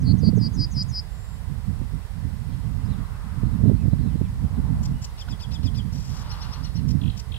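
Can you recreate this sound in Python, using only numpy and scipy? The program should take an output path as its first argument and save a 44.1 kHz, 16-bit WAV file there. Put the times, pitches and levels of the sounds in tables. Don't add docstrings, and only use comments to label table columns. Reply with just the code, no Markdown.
import sys
import numpy as np
from scipy import signal
from scipy.fft import rfft, irfft, next_fast_len
from scipy.io import wavfile
from scipy.ndimage import uniform_filter1d, map_coordinates

SR = 44100
rng = np.random.default_rng(int(sys.argv[2]) if len(sys.argv) > 2 else 0)


def waveform_to_disk(signal):
    frames = np.transpose(np.atleast_2d(signal))
    scaled = np.clip(frames, -1, 1) * 32767
    samples = np.round(scaled).astype(np.int16)
    wavfile.write(sys.argv[1], SR, samples)


N = 325458

# (frequency [Hz], relative density [dB])
AIR_SPECTRUM = [(190, -53), (330, -11), (420, -2), (570, -7), (813, -4), (1000, -2), (1260, -7.5),
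                (2000, -8.5), (2210, -12.5), (5350, -15.5), (6090, -21), (8680, -16.5), (15500, -26)]
TAP_SPECTRUM = [(500, -25), (790, 0), (1050, -12), (1450, -4), (2300, -22), (6000, -45)]
BUFFET_SPECTRUM = [(12, -61), (20, -22.5), (38, 2.5), (113, 3), (184, -3.5), (228, -10.5), (287, -20.5),
                   (313, -20.5), (347, -44), (420, -33), (620, -100)]
FLUTTER_SPECTRUM = [(100, -47), (180, -1), (250, 2.5), (350, -19.5), (450, -16), (570, -28), (700, -25.5),
                    (1000, -53), (2000, -80)]
THUMP_SPECTRUM = [(150, -32), (260, 5.5), (350, 1), (470, -1), (720, -18), (2000, -62)]
CLICK_SPECTRUM = [(4000, -25), (6400, 0), (8000, -2), (8800, -22), (15000, -35)]
CHIT_SPECTRUM = [(1800, -16), (2800, -4), (4100, -4.5), (4700, 4), (5700, 6.5), (6600, -5), (8500, -10),
                 (10000, -24), (12200, -11.5), (15500, -27)]
RASP_SPECTRUM = [(1800, -24), (2850, -5), (3450, -5.5), (4250, -4), (4800, -3), (5600, -9), (6400, -17),
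                 (9000, -30), (12000, -21), (15500, -42)]
# (frequency [Hz], left-right correlation [ratio])
COHERENCE = [(300, 0.77), (640, 0.8), (1400, 0.3), (3100, -0.4), (6000, 0.023), (15000, -0.12)]
# (frequency [Hz], left minus right [dB])
AIR_BALANCE = [(400, 4), (1300, -4.5), (3000, -1), (5000, 0.5), (8000, 1), (14000, -6)]
# (frequency [Hz], T60 [s])
TREE_DECAY = [(500, 0.23), (4000, 0.43), (10000, 0.035)]
# (time [s], width [s], centre [Hz], level [dB])
RUSH_SWELLS = [(3.22, 0.4, 1130, -53.5), (4.7, .22, 910, -52.5), (5.25, 0.3, 920, -57.5),
               (6.38, 0.24, 1070, -47.5)]
# (frequency over centre [ratio], relative density [dB])
RUSH_SPECTRUM = [(.3, -16), (.6, -9), (.85, -1), (1.1, 0), (1.4, -6), (2, -15), (4, -29), (8, -48)]

# (time [s], strength [dB])
GUSTS = [(0, -17), (.08, -14), (.39, -14.5), (.47, -18), (.75, -24), (1.12, -32.5), (1.4, -30),
         (1.75, -24.5), (2.08, -34), (2.35, -26.5), (2.8, -22), (3.2, -31), (3.33, -25), (3.45, -14.5),
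         (3.58, -20.5), (3.64, -10.5), (3.8, -17), (4.1, -17.5), (4.5, -23), (4.8, -17), (4.95, -23),
         (5.08, -33.5), (5.42, -32.5), (5.55, -25.5), (5.85, -22), (6.3, -27.5), (6.55, -29), (6.9, -17),
         (7.1, -23), (7.25, -30.5)]
PUFFS = [(0.599, -15), (.79, -22), (.9, -20.5), (1.523, -20.5), (1.69, -20.5), (1.81, -20), (1.96, -23),
         (2.19, -23.5), (2.259, -22.5), (2.48, -24.5), (2.76, -20), (2.898, -21), (3.001, -19),
         (4.44, -20.5), (4.59, -17), (5.32, -24), (5.5, -22.5), (5.65, -18.5), (5.76, -24.5), (6.64, -23.5),
         (6.96, -21.5), (7.07, -17), (7.34, -24)]
# (time [s], level re wind strength [dB])
LEE = [(0.0, -9.5), (0.18, -23), (1.28, -15), (1.5, -24.5), (2.94, -25), (3.2, -8), (3.38, -22.5),
       (5.12, -5.5), (5.56, -23.5), (6.26, -11), (7.06, -27), (7.36, -20)]
# (frequency [Hz], gain per strength [dB/dB])
BUFFET_GROWTH = [(45, 0.37), (130, 1.17), (260, 1.92)]
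# (time [s], push [dB], flutter [dB])
EDDIES = [(0.237, -16, -33), (0.292, -10, -35), (0.334, -12, -38), (0.378, -9, -32), (0.415, -9.5, -49),
          (1.816, -19, -46), (3.435, -11, -41), (3.617, -15, -40), (3.639, -6, -37), (3.661, -8, -33.5),
          (3.697, -6, -32), (3.716, -8, -32), (3.857, -14, -41.5), (3.884, -10, -47), (3.935, -8.5, -35.5),
          (4.063, -8, -49), (4.158, -12, -38.5), (4.217, -11, -33.5)]

# (time [s], pitch [ratio], relative level [dB])
THIN_WHISTLE = [(0, 1.06, -14), (.035, 1, -4), (.1, .995, -2), (.2, 1.003, 0), (.3, 1.008, -2),
                (.32, 1, -16)]
PEEP = [(0, 1, -12), (.03, 1, 0), (.09, 1.005, 0), (.115, 1.01, -12)]
ARCH = [(0, .9, -14), (.025, 1, -3), (.042, 1, 0), (.06, .88, -1), (.078, .72, -12)]
SLUR = [(0, 1.13, -14), (.011, 1.06, -3), (.021, .995, 1.5), (.033, .96, -1), (.045, .945, -14)]
HOOK = [(0, .94, -12), (.012, .98, -3), (.019, 1.04, 1), (.026, 1.07, 0), (.036, 1.1, -10)]
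TICK = [(0, 1.3, -12), (.004, 1.08, 0), (.007, .92, 0), (.011, .74, -12)]
PIP = [(0, 1.04, -12), (.003, 1, 0), (.007, .96, -12)]
LEAD_IN = [(0, 1, -16), (.012, 1.004, -6), (.024, 1, 0), (.031, .985, -10)]
# (time [s], pitch [Hz], level [dB], length [s])
FAR_PEEPS = [(3.445, 4150, -66, .035), (3.755, 4250, -67, .03), (3.905, 4040, -64, .045),
             (4.02, 4050, -64, .06), (4.925, 2890, -65, .115)]
# (time [s], pitch [Hz], level [dB])
FAR_FLICKS = [(2.005, 2500, -66), (2.512, 3100, -67), (2.84, 4850, -61)]
FAR_ARCHES = [(2.878, 4050, -58.5), (3.775, 2616, -63), (4.05, 2700, -66), (4.145, 3950, -68),
              (4.21, 2620, -63)]
# (time [s], ticks [count], pitch [Hz], level [dB])
VOLLEYS = [(7.012, 5, 3240, -45), (7.318, 3, 3260, -40.5)]
# (time [s], level [dB], earlier stroke re level [dB], ring re strokes [dB])
CHITS = [(4.858, -42, -3.5, -4), (5.048, -39, -6, -1), (6.912, -42, -1.5, -18), (7.2, -41, -2.5, -11)]
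# (time [s], pitch [Hz], base level [dB], length [s])
SLURS = [(5.206, 3350, -43.5, 0.028), (5.31, 3400, -46.5, 0.04), (5.424, 3360, -44.5, 0.039),
         (5.54, 3480, -44, .037), (5.658, 3380, -44.5, 0.041), (5.774, 3300, -44.5, 0.044)]
# (pitch [ratio], level re base [dB], delay [s])
SLUR_TONES = [(1.5, -0.5, -0.019), (0.75, -15, -.016)]
# (delay [s], pitch [Hz], level [dB])
HOOK_TONES = [(0.024, 4290, -44.5), (0.0195, 2890, -59), (.041, 2850, -54), (0.044, 4250, -54)]
# (time [s], pitch [Hz], level [dB])
SONG = [(.000, 4350, -38.5), (0.172, 4540, -37), (0.353, 4730, -34.5), (.529, 4850, -30),
        (.704, 4886, -29.5), (.879, 4917, -30.5)]
# (delay [s], pitch [ratio], level re note [dB])
PIPS = [(0.029, 1.29, -19), (0.036, 1.204, -23)]


def amp(db):
    return 10 ** (np.asarray(db) / 20)


def unit(x):
    return x / np.sqrt(np.mean(x ** 2) + 1e-20)


def along(points, hz):
    knots_hz, values = np.transpose(points)
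    return np.interp(np.log(hz + 1), np.log(knots_hz + 1), values)


def curves(rows, size=N):
    times_s, *columns = np.transpose(rows)
    return [np.interp(np.arange(size) / SR, times_s, column) for column in columns]


def wobble(rate_hz, size=N):
    knots = rng.standard_normal(int(size * rate_hz / SR) + 4)
    return map_coordinates(knots, [np.arange(size) * rate_hz / SR])


def filtered(x, response):
    size = next_fast_len(N + SR // 2)
    return irfft(rfft(x, size) * response(np.fft.rfftfreq(size, 1 / SR)), size)[..., :N]


def noise(spectrum):
    return unit(filtered(rng.standard_normal(N), lambda hz: amp(along(spectrum, hz))))


def diffuse_noise(spectrum):
    def mid_side_gains(hz):
        angle = np.arccos(np.clip(along(COHERENCE, hz), -1, 1)) / 2
        return np.array([np.cos(angle), np.sin(angle)])
    mid, side = filtered(np.array([noise(spectrum), noise(spectrum)]), mid_side_gains)
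    return np.array([mid + side, mid - side]) / mid.std()


def pan(left_db):
    return amp(np.array([[1], [-1]]) * left_db / 2)


def add(track, at_s, sound):
    part = track[max(round(at_s * SR), 0):][:len(sound)]
    part += sound[:len(part)]


def burst(centre_s, width_s, order=2):
    offset = (np.arange(N) / SR - centre_s) / width_s
    return np.exp(-np.minimum(offset ** 2, 40) ** (order // 2) / 2)


def stretched(shape, length_s):
    return [(s * length_s / shape[-1][0], ratio, db) for s, ratio, db in shape]


def sine(pitch_hz):
    return np.sqrt(2) * np.sin(2 * np.pi * np.cumsum(pitch_hz) / SR)


def syllable(shape, hz, db, rough=0., trill_hz=0., swing_hz=0., pulsing=0.):
    size = int(shape[-1][0] * SR)
    ratio, level_db = curves(shape, size)
    trill_rad = 2 * np.pi * trill_hz * np.arange(size) / SR + rng.uniform(0, 2 * np.pi)
    trill_rad += .35 * wobble(83, size)
    pitch_hz = hz * ratio * (1 + rough * wobble(852, size)) + swing_hz * np.sin(trill_rad)
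    depth = np.clip(pulsing * (3.5 - level_db / 9), 0, 1)
    envelope = amp(db + level_db) * (1 + depth * np.sin(trill_rad - .8))
    return envelope * signal.windows.tukey(size, .06) * sine(pitch_hz)


def outdoors(x, left_db, left_lag_ms, wet_db):
    hz, t, spectra = signal.stft(rng.standard_normal((2, SR // 2)), SR, nperseg=256)
    decay = amp(-60 * t / along(TREE_DECAY, hz)[:, None])
    _, tail = signal.istft(spectra * decay, SR, nperseg=256)
    echo = signal.fftconvolve(x[None], tail / np.linalg.norm(tail[0]), axes=1)[:, :N]
    direct = filtered(x, lambda f: np.exp(np.array([[-1j], [1j]]) * np.pi * f * left_lag_ms / 1000))
    return pan(left_db) * direct + amp(wet_db) * echo


def background():
    air = amp(-53) * filtered(diffuse_noise(AIR_SPECTRUM), lambda hz: pan(along(AIR_BALANCE, hz)))
    rush = np.zeros((2, N))
    for s, width_s, centre_hz, db in RUSH_SWELLS:
        spectrum = [(ratio * centre_hz, density_db) for ratio, density_db in RUSH_SPECTRUM]
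        rush += amp(db) * burst(s, width_s, order=4) * diffuse_noise(spectrum)
    whine = amp(-71.5 + 1.1 * wobble(2.75)) * sine(pitch_hz=1998 + 4 * wobble(8.3))
    tap = amp(-44) * burst(5.286, width_s=.004, order=4) * noise(TAP_SPECTRUM)
    return air + rush * pan(left_db=1.1) + whine + tap


def buffet(swing_db):
    rumble = noise(BUFFET_SPECTRUM)
    rumble /= np.sqrt(np.abs(uniform_filter1d(rumble ** 2, SR // 14)) + 1e-9)
    centres_hz, growth = np.transpose(BUFFET_GROWTH)
    crossovers = [list(zip(centres_hz, weights)) for weights in np.eye(len(centres_hz))]
    bands = filtered(rumble, lambda hz: np.array([along(band, hz) for band in crossovers]))
    return np.sum(amp(np.outer(growth, swing_db)) * bands, axis=0)


def thumps(half_width_s=.0015, push_gain_db=2.5, flutter_gain_db=10.5):
    pushes, flutter = np.zeros((2, N))
    t = np.arange(SR // 20) / SR
    offset = (t - t.mean()) / half_width_s
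    pulse = (1 - offset ** 2) * np.exp(-offset ** 2 / 2)
    for s, push_db, flutter_db in EDDIES:
        add(pushes, s - t.mean(), amp(push_db + push_gain_db) * pulse)
        flutter += amp(flutter_db + flutter_gain_db) * burst(s, width_s=.0039)
    return pushes + flutter * noise(THUMP_SPECTRUM)


def wind(mid_gust_db=-20, puff_width_s=.022):
    gust_db, = curves(GUSTS)
    lee_db, = curves(LEE)
    puff_power = sum((amp(db) * burst(s, puff_width_s * np.sqrt(2))) ** 2 for s, db in PUFFS)
    strength_db = 10 * np.log10(amp(gust_db) ** 2 + puff_power)
    swing_db = strength_db - mid_gust_db + 3.2 * np.tanh(wobble(34))
    rumble = amp(-1.5) * buffet(swing_db)
    flutter_db = -19.5 + 1.55 * swing_db + 4.3 * np.tanh(wobble(60))
    flutter = amp(flutter_db) * noise(FLUTTER_SPECTRUM)
    right = amp(mid_gust_db) * (rumble + flutter) + thumps()
    left_db = (gust_db + strength_db) / 2 + lee_db + .85 * wobble(5.35)
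    return np.array([amp(left_db) * noise(BUFFET_SPECTRUM), right])


def far_birds():
    whistles, chirps = np.zeros((2, N))
    add(whistles, 1.08, syllable(THIN_WHISTLE, hz=7370, db=-62, rough=.003))
    for s, hz, db, length_s in FAR_PEEPS:
        add(whistles, s, syllable(stretched(PEEP, length_s), hz, db, rough=.022))
    for shape, calls in ((HOOK, FAR_FLICKS), (ARCH, FAR_ARCHES)):
        for s, hz, db in calls:
            add(chirps, s, syllable(shape, hz, db, rough=.036))
    for when, height, faintness in rng.uniform(size=(30, 3)):
        shape = (ARCH, SLUR, HOOK)[rng.integers(3)]
        s = np.interp(when, (0, 1), (2.3, 5.5))
        hz = np.interp(height, (0, 1), (2245, 4280))
        add(chirps, s, syllable(shape, hz, db=-65.5 - 4 * faintness, rough=.04))
    nearer = outdoors(whistles, left_db=-3, left_lag_ms=.015, wet_db=-14)
    return nearer + outdoors(chirps, left_db=-2, left_lag_ms=.015, wet_db=-9)


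def ticking_bird(gap_s=.0212):
    voice = np.zeros(N)
    for s, count, hz, db in VOLLEYS:
        for k in range(round(count)):
            tick = syllable(TICK, hz * rng.normal(1, .025), db + rng.normal(0, 1), rough=.055)
            add(voice, s + k * gap_s, tick)
    return outdoors(voice, left_db=5, left_lag_ms=-.08, wet_db=-6)


def scratchy_bird(ring_hz=7160, ring_half_width_hz=200):
    tones, chit_env, ring_env, rasp_env = np.zeros((4, N))
    for s, db, earlier_db, ring_db in CHITS:
        earlier = amp(earlier_db) * burst(s - .021, width_s=.0054)
        strokes = amp(db) * (earlier + burst(s, width_s=.0054))
        chit_env += strokes
        ring_env += amp(ring_db) * strokes
    for s, hz, db, length_s in SLURS:
        rasp_env += amp(db - 3) * burst(s - .018, width_s=.0078)
        scrape = burst(s + .009, width_s=.009)
        chit_env += amp(db - 6) * scrape
        ring_env += amp(db - 10) * scrape
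        shape = stretched(SLUR, length_s)
        add(tones, s, syllable(shape, hz, db - 1, rough=.028))
        for ratio, tone_db, delay_s in SLUR_TONES:
            add(tones, s + delay_s, syllable(shape, hz * ratio, db + tone_db, rough=.025))
    for s in 5.935 + .0238 * np.arange(13):
        stroke = amp(-49 + rng.normal(0, 1.9)) * burst(s, width_s=.0078)
        chit_env += stroke
        ring_env += amp(-7.5) * stroke
    rasp_env += amp(-52.5) * burst(6.38, width_s=.23)
    hook_gap_s, slowing_s = .1075, .0013
    for k in range(5):
        s = 6.293 + k * (hook_gap_s + k * slowing_s)
        db = -41.5 - k
        add(tones, s, syllable(HOOK, hz=5250, db=db, rough=.036))
        for delay_s, hz, tone_db in HOOK_TONES:
            hoarse = syllable(stretched(PIP, length_s=.018), hz, tone_db + rng.normal(0, 1), rough=.03)
            add(tones, s + delay_s, hoarse)
        rasp_env += amp(db - 7) * (burst(s + .025, width_s=.0055) + .6 * burst(s + .046, width_s=.007))
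    click = amp(-45.5) * burst(.831, width_s=.0045, order=4) * noise(CLICK_SPECTRUM)
    ring = filtered(rng.standard_normal(N), lambda hz: 1 / (1 + ((hz - ring_hz) / ring_half_width_hz) ** 2))
    scratch = chit_env * noise(CHIT_SPECTRUM) + ring_env * unit(ring) + rasp_env * noise(RASP_SPECTRUM)
    return outdoors(tones + click + scratch, left_db=6.5, left_lag_ms=-.086, wet_db=-15.5)


def buzz_shape(onset_s=.034, release_s=.12, gate_db_per_s=2000):
    t = np.linspace(0, .15, num=100)
    early_s = np.maximum(onset_s - t, 0)
    late_s = np.maximum(t - release_s, 0)
    slide = .17 * np.exp(-np.maximum(t - onset_s, 0) / .0102)
    sag_at_s, sag_width_s = .102, .016
    sag = .0106 * (1 - np.exp(-((t - sag_at_s) / sag_width_s) ** 2 / 2))
    flick = 2 * late_s
    swell_at_s, swell_tau_s = .055, .0087
    swell_db = -28 / (1 + np.exp((t - swell_at_s) / swell_tau_s))
    return np.column_stack([t, 1 + slide + sag + flick, swell_db - gate_db_per_s * (early_s + late_s)])


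def near_bird(top_lead_hz=6470, split_hz=250):
    voice = np.zeros(N)
    top_note_hz = SONG[-1][1]
    for s, hz, db in SONG:
        buzz = syllable(buzz_shape(), hz, db, rough=.006, trill_hz=197.4, swing_hz=210, pulsing=.099)
        add(voice, s, buzz)
        lead_hz = top_lead_hz * (hz / top_note_hz) ** .37
        for side in (-1, 1):
            add(voice, s, syllable(LEAD_IN, lead_hz + side * split_hz, db - 20, rough=.0056))
        for delay_s, ratio, pip_db in PIPS:
            add(voice, s + delay_s, syllable(PIP, hz * ratio, db + pip_db, rough=.03))
    return outdoors(voice, left_db=1.5, left_lag_ms=.016, wet_db=-26)


def scene():
    return near_bird() + far_birds() + scratchy_bird() + ticking_bird() + wind() + background()


def record(dry):
    return filtered(dry, lambda hz: hz < 15700)


dry = scene()
out = record(dry)
waveform_to_disk(out)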